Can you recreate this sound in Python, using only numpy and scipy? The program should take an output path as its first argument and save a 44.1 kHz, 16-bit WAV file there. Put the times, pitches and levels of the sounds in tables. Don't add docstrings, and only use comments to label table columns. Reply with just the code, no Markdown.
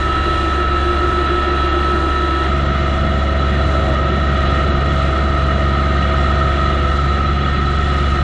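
import sys
import numpy as np
from scipy import signal
from scipy.fft import rfft, irfft, next_fast_len
from scipy.io import wavfile
from scipy.ndimage import uniform_filter1d, map_coordinates

SR = 44100
rng = np.random.default_rng(int(sys.argv[2]) if len(sys.argv) > 2 else 0)


def natural_amplitude(level_db):
    exponent = np.asarray(level_db, float) / 20
    return 10 ** exponent


def to_wav(s):
    ch = np.atleast_2d(s).T
    pcm = np.round(np.clip(ch, -1, 1) * 32767)
    wavfile.write(sys.argv[1], SR, pcm.astype(np.int16))


N = 362938
TIME = np.arange(N) / SR
CHANGE_S = 2.475

# (time [s], pump pressure [dB], gear load [dB], snow intake [dB])
EFFORT = [(0, 0, -20.5, -2.5), (.5, -9, -3, -1), (.8, -6, 6, 0.5), (1.6, -2.5, 4.5, 0.5), (2.45, 0, -1, 1),
          (2.5, 1, 3, -1.5), (3.7, 2.5, -12.5, 2), (4.5, 1.5, 5, 1), (5.1, 1.5, -2, 0.5), (5.7, 1, 5, 0.5),
          (6.9, 0.5, 4.5, -1.5), (7.2, -14.5, 4, -2), (8.23, -15, 4, -2.5)]
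# (time [s], engine sag [cycles/s], moan level [dB])
BITE = [
    (3.3, 0, -34),
    (3.92, .55, -31),
    (4.42, .38, -44),
    (6, 0, -45),
]


def unit(x):
    return x / np.sqrt(np.mean(x ** 2) + 1e-20)


def along(points, hz):
    f, v = np.transpose(points)
    return np.interp(np.log(hz + 1), np.log(f + 1), v)


def curves(rows):
    s, *columns = np.transpose(rows)
    return [np.interp(TIME, s, column) for column in columns]


def wobble(rate):
    knots = rng.standard_normal(int(N * rate / SR) + 4)
    return map_coordinates(knots, [np.arange(N) * rate / SR])


def filtered(x, response):
    m = next_fast_len(N + 8192)
    return irfft(rfft(x, m) * response(np.fft.rfftfreq(m, 1 / SR)), m)[..., :N]


def by_stretch(first, second):
    share = np.clip((TIME - CHANGE_S) / .01 + .5, 0, 1)
    return first + share * (second - first)


def tone(turns, level_db, flutter_db, slip, phase=None):
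    size = natural_amplitude(level_db + flutter_db * wobble(12))
    phase = rng.uniform(0, 2 * np.pi) if phase is None else phase
    return np.sqrt(2) * size * np.cos(2 * np.pi * turns + slip * wobble(9) + phase)


def band(x, lo_hz, hi_hz):
    def response(f):
        return 1 / np.sqrt((1 + (lo_hz / (f + 1)) ** 12) * (1 + (f / hi_hz) ** 12))

    y = filtered(x, response)
    edge = int(CHANGE_S * SR)
    return np.concatenate([unit(y[:edge]), unit(y[edge:])])


def speed():
    # (time [s], engine cycles [1/s])
    pace = [(0, 23.24), (1.5, 23.29), (2.1, 23.25), (4.6, 23.26), (5.8, 23.17), (6.3, 23.26), (6.8, 23.2),
            (7.75, 23.48), (8, 23.33), (8.23, 23.4)]
    sag_s, recover_s = .17, .13
    sag = sum(depth * np.interp(TIME, [s - sag_s, s, s + recover_s], [0, 1, 0]) for s, depth, _ in BITE)
    return curves(pace)[0] - sag


def engine(cycles):
    # (first stretch [dB], second stretch [dB])
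    exhaust = [(-20, -17), (-36, -26.5)]
    # (first stretch [dB], second stretch [dB])
    upper_firing = [(-38.5, -32), (-38.5, -39), (-29, -38)]
    firing_phase = [2.4, -.9, 1.2, -.6]
    crank_orders = [2, 4, 8, 10, 32, 33, 72]
    # (first stretch [dB], second stretch [dB])
    crank = [(-42, -42.5), (-38.5, -33.5), (-45, -37.5), (-46.5, -52.5), (-46, -47.5), (-44, -43),
             (-40, -58)]
    _, load_db, snow_db = curves(EFFORT)

    firing_db = by_stretch(*exhaust[0]) + .25 * snow_db + .5 * wobble(3)
    levels_db = [by_stretch(*exhaust[1]) + 1.1 * wobble(8)]
    levels_db += [by_stretch(*db) for db in upper_firing]
    levels_db[3] = levels_db[3] + by_stretch(.45, 0) * (load_db - 2)
    boom = tone(3 * cycles, firing_db - .1, flutter_db=.3, slip=.04, phase=0)
    for harmonic, (db, phase) in enumerate(zip(levels_db, firing_phase), start=2):
        boom += tone(3 * harmonic * cycles, db, flutter_db=1.3, slip=.2, phase=phase)

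    moan_db = np.max([db - 40 * np.abs(TIME - s) for s, _, db in BITE], axis=0)
    boom += tone(23.7 * cycles, moan_db, flutter_db=2.5, slip=.3)
    for order, db in zip(crank_orders, crank):
        boom += tone(order * cycles, by_stretch(*db), flutter_db=3.0, slip=0.28)
    return boom


def pump(cycles):
    orders = [14, 28, 42, 56]
    # (first stretch [dB], second stretch [dB])
    levels = [(-32, -36.5), (-40, -32), (-37.5, -47.5), (-21.7, -30.5)]
    pressure_db = curves(EFFORT)[0]
    felt = [.5, 1, .5, 0]
    flutter_db, slip = by_stretch(.7, 1.4), by_stretch(.15, .45)
    return sum(tone(order * cycles, by_stretch(*db) + share * pressure_db, flutter_db, slip)
               for order, db, share in zip(orders, levels, felt))


def gears(cycles):
    orders = [15.29, 30.58, 51.3, 53.95]
    # (first stretch [dB], second stretch [dB])
    levels = [(-32.5, -39.5), (-38, -39), (-46, -41.5), (-44, -33.5)]
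    shrill_orders = [120, 168, 170.4]
    # (first stretch [dB], second stretch [dB])
    shrill = [(-44, -58.5), (-44.5, -53.5), (-50, -49)]
    load_db = curves(EFFORT)[1]
    felt = [0.95, 0.32, .5, 0.99]
    flutter_db, slip = by_stretch(1.3, 1.7), by_stretch(.3, .5)
    mesh = sum(tone(order * cycles, by_stretch(*db) + share * load_db, flutter_db, slip)
               for order, db, share in zip(orders, levels, felt))
    return mesh + sum(tone(order * cycles, by_stretch(*db), flutter_db=2.5, slip=1.6)
                      for order, db in zip(shrill_orders, shrill))


def wheel_creep():
    # (harmonic [1], level [dB])
    harmonics = [(2, -40), (4, -46), (5, -44), (6, -37)]
    turns = 301.1 * np.cumsum(1 + .002 * wobble(3)) / SR
    return sum(tone(k * turns, db, flutter_db=2.5, slip=.5) for k, db in harmonics)


def wheel_glide(cycles):
    # (time [s], multiple of the engine cycle [1], level [dB])
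    travel = [(2.475, 58.55, -37), (3, 58.9, -37), (4.9, 59.1, -37), (6.1, 58.9, -35), (6.5, 58.3, -33),
              (7.15, 56.5, -30), (7.4, 55.8, -50), (8.23, 55.6, -60)]
    ratio, wheel_db = curves(travel)
    turns = np.cumsum(ratio * np.gradient(cycles))
    main = tone(turns, wheel_db, flutter_db=1.5, slip=.4)
    return main + tone(turns * 3 / 8, wheel_db - 8, flutter_db=2.5, slip=.3)


def smear(lines):
    def response(f):
        return np.sqrt(sum(natural_amplitude(2 * db) * SR / (np.pi * width) / (1 + (2 * (f - center) / width) ** 2)
                           for center, width, db in lines))

    return filtered(rng.standard_normal(N), response)


def drive(cycles):
    # (center [Hz], width [Hz], level [dB])
    loose_first = [(27, 2, -37), (1115, 6, -50), (2110, 15, -52), (2480, 60, -48), (6140, 40, -62)]
    # (center [Hz], width [Hz], level [dB])
    loose_second = [(47, 4, -38), (88, 4, -38), (1437, 8, -46), (2240, 30, -52), (4030, 20, -58)]
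    first = smear(loose_first) + wheel_creep()
    second = smear(loose_second) + wheel_glide(cycles)
    return pump(cycles) + gears(cycles) + by_stretch(first, second)


def resonate(shake, roar, panels):
    def response(f):
        modes = sum(natural_amplitude(2 * db) / (1 + (2 * (f - center) / width) ** 6) for center, width, db in panels)
        return natural_amplitude(along(roar, f)) * np.sqrt(1 + modes)

    return filtered(shake, response)


def housing(cycles):
    # (frequency [Hz], density [dB per Hz])
    roar_first = [(20, -2), (60, -6.5), (150, 2.5), (300, -2.5), (460, -8.5), (900, -24.5), (2300, -24),
                  (4200, -27), (4700, -33), (7000, -32.5), (8500, -35.5), (10400, -41.5), (13000, -56.5)]
    # (frequency [Hz], density [dB per Hz])
    roar_second = [(20, -12), (60, 3), (100, 2), (220, -2.5), (450, -15), (850, -13.5), (1480, -11),
                   (1700, -19), (4200, -25), (4700, -32.5), (7000, -32), (8500, -40), (10000, -44),
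                   (14000, -55)]
    # (center [Hz], width [Hz], lift [dB])
    panels_first = [(352, 71, 9), (714, 240, 6), (1327, 164, 10.5), (1863, 160, 8), (2843, 190, 5),
                    (3350, 220, 5.5), (3977, 120, 9.5), (6680, 180, 2.5)]
    # (center [Hz], width [Hz], lift [dB])
    panels_second = [(379, 89, 8), (629, 264, 12.5), (1284, 119, 12.5), (1863, 105, 11.5), (2078, 80, 5.5),
                     (2893, 120, 6), (3380, 130, 5.5), (3964, 60, 8.5)]
    # (first stretch [dB], second stretch [dB])
    load = [
        (-30.5, -25.5),
        (-31.5, -32),
        (-29, -34.5),
        (-30.5, -27.5),
        (-50, -49.5),
    ]
    feels_snow = [0.71, 0.97, -.5, -0.082, -.3]

    z = signal.stft(rng.standard_normal(N), nperseg=512)[2]
    patches = uniform_filter1d(rng.standard_normal(z.shape), 6, 0)
    patches = unit(uniform_filter1d(patches, 12, 1))
    shake = signal.istft(z * natural_amplitude(0.66 * patches), nperseg=512)[1][:N]
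    shake *= 1 + 0.073 * np.cos(2 * np.pi * 3 * cycles)
    roar = by_stretch(resonate(shake, roar_first, panels_first), resonate(shake, roar_second, panels_second))

    snow_db = curves(EFFORT)[2]
    auger_db, drum_db, hood_db, panel_db, hiss_db = [
        by_stretch(*db) + share * snow_db + .8 * wobble(4) for db, share in zip(load, feels_snow)]
    out = natural_amplitude(auger_db) * band(roar, 88, 421)
    out += natural_amplitude(drum_db) * band(roar, 450, 1100)
    out += natural_amplitude(hood_db) * band(roar, 1100, 1420)
    out += natural_amplitude(panel_db) * band(roar, 1530, 4070)
    return out + natural_amplitude(hiss_db + 0.72 * wobble(12)) * band(roar, 4710, 14000)


def breeze():
    # (time [s], buffet level [dB])
    gusts = [(0, -28), (1.1, -27.5), (1.4, -32), (2.3, -35), (6, -35), (7.4, -31), (8.23, -28.5)]
    # (first stretch [dB], second stretch [dB])
    upper_db = (1.5, 4)
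    (buffet_db,) = curves(gusts)
    lumps = natural_amplitude(1.2 * wobble(9)) * rng.standard_normal(N)
    low = natural_amplitude(buffet_db + 2.5 * wobble(3.2) - 1.5) * band(lumps, 22, 58)
    rumble_db = buffet_db + by_stretch(*upper_db) + 2.1 * wobble(4.5) - 6.5
    return low + natural_amplitude(rumble_db) * band(lumps, 58, 140)


def scene():
    # (frequency [Hz], left minus right [dB])
    balance = [(350, 0), (700, -.2), (1030, -1.2), (1300, -1), (1850, -1.4), (4000, -1.4), (5600, -1),
               (8200, -.1)]
    # (frequency [Hz], level [dB])
    apart = [(30, -31), (80, -38), (200, -50), (300, -47), (520, -32), (1030, -26), (1300, -28),
             (1850, -31), (2600, -23), (4000, -27), (4700, -16), (6000, -12), (8200, -8), (9500, -8)]
    cycles = np.cumsum(speed()) / SR
    machine = engine(cycles) + drive(cycles) + housing(cycles) + breeze()
    halves = np.array([[.5], [-.5]])
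    pair = filtered(machine, lambda f: natural_amplitude(along(balance, f) * halves))
    scatter = signal.fftconvolve(machine, rng.standard_normal(8000) * np.hanning(8000) / 55)[:N]
    return pair + np.array([[1], [-1]]) * filtered(scatter, lambda f: natural_amplitude(along(apart, f)))


def ragged_treble(x, swing_db):
    # (frequency [Hz], step [dB])
    coarse = [(5000, -81), (7000, -78), (8500, -76.2), (9500, -76.5), (9600, -70), (10000, -70),
              (10100, -76), (11000, -76), (14000, -78)]
    block, lead, overlap = 1936, 2544, 484
    frame = dict(fs=SR, window=("tukey", .4), nperseg=block + overlap, noverlap=overlap)
    hz, t, z = signal.stft(np.pad(x, ((0, 0), (lead, lead)), "reflect"), **frame)

    def back(part):
        return signal.istft(part, **frame)[1][:, lead:lead + N]

    per_band = np.repeat(rng.standard_normal((len(hz) // 20 + 1, len(t))), 20, axis=0)[:len(hz)]
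    swing = 1.3 * rng.standard_normal(len(t)) + .6 * per_band
    step = natural_amplitude(along(coarse, hz)[:, None] + swing_db * swing)
    rounded = np.floor(np.abs(z) / step + .4) * step * np.exp(1j * np.angle(z))
    rough = np.where(hz[:, None] > 5000, rounded, z)
    depth = np.clip(by_stretch(.2, .55) + .3 * wobble(20), 0, .95)
    seams = 1 - depth * np.cos(np.pi * ((np.arange(N) + lead) / block + .5)) ** 14
    top = np.clip((hz[:, None] - 5000) / 3500, 0, 1)
    return back(rough * (1 - top)) + seams * back(rough * top)


def low_pass(x):
    return signal.sosfilt(signal.butter(12, 13500, fs=SR, output="sos"), x)


def record(dry):
    def power(span_s):
        return np.abs(uniform_filter1d(np.mean(dry ** 2, axis=0), round(span_s * SR))) + 1e-6

    dry = dry * (power(.5) / power(.03)) ** .15
    dry = dry / (1 + np.abs(dry / .8) ** 6) ** (1 / 6)
    to_end = np.minimum(np.arange(N), np.arange(N)[::-1])
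    dry = dry * np.clip(to_end / 40, 0, 1)
    mid, side = (dry[0] + dry[1]) / 2, (dry[0] - dry[1]) / 2
    mid, side = ragged_treble(np.array([mid, side]), swing_db=1.9)
    mix = np.array([mid + side, mid - side]) + .0015
    return low_pass(mix)


dry = scene()
out = record(dry)
to_wav(out)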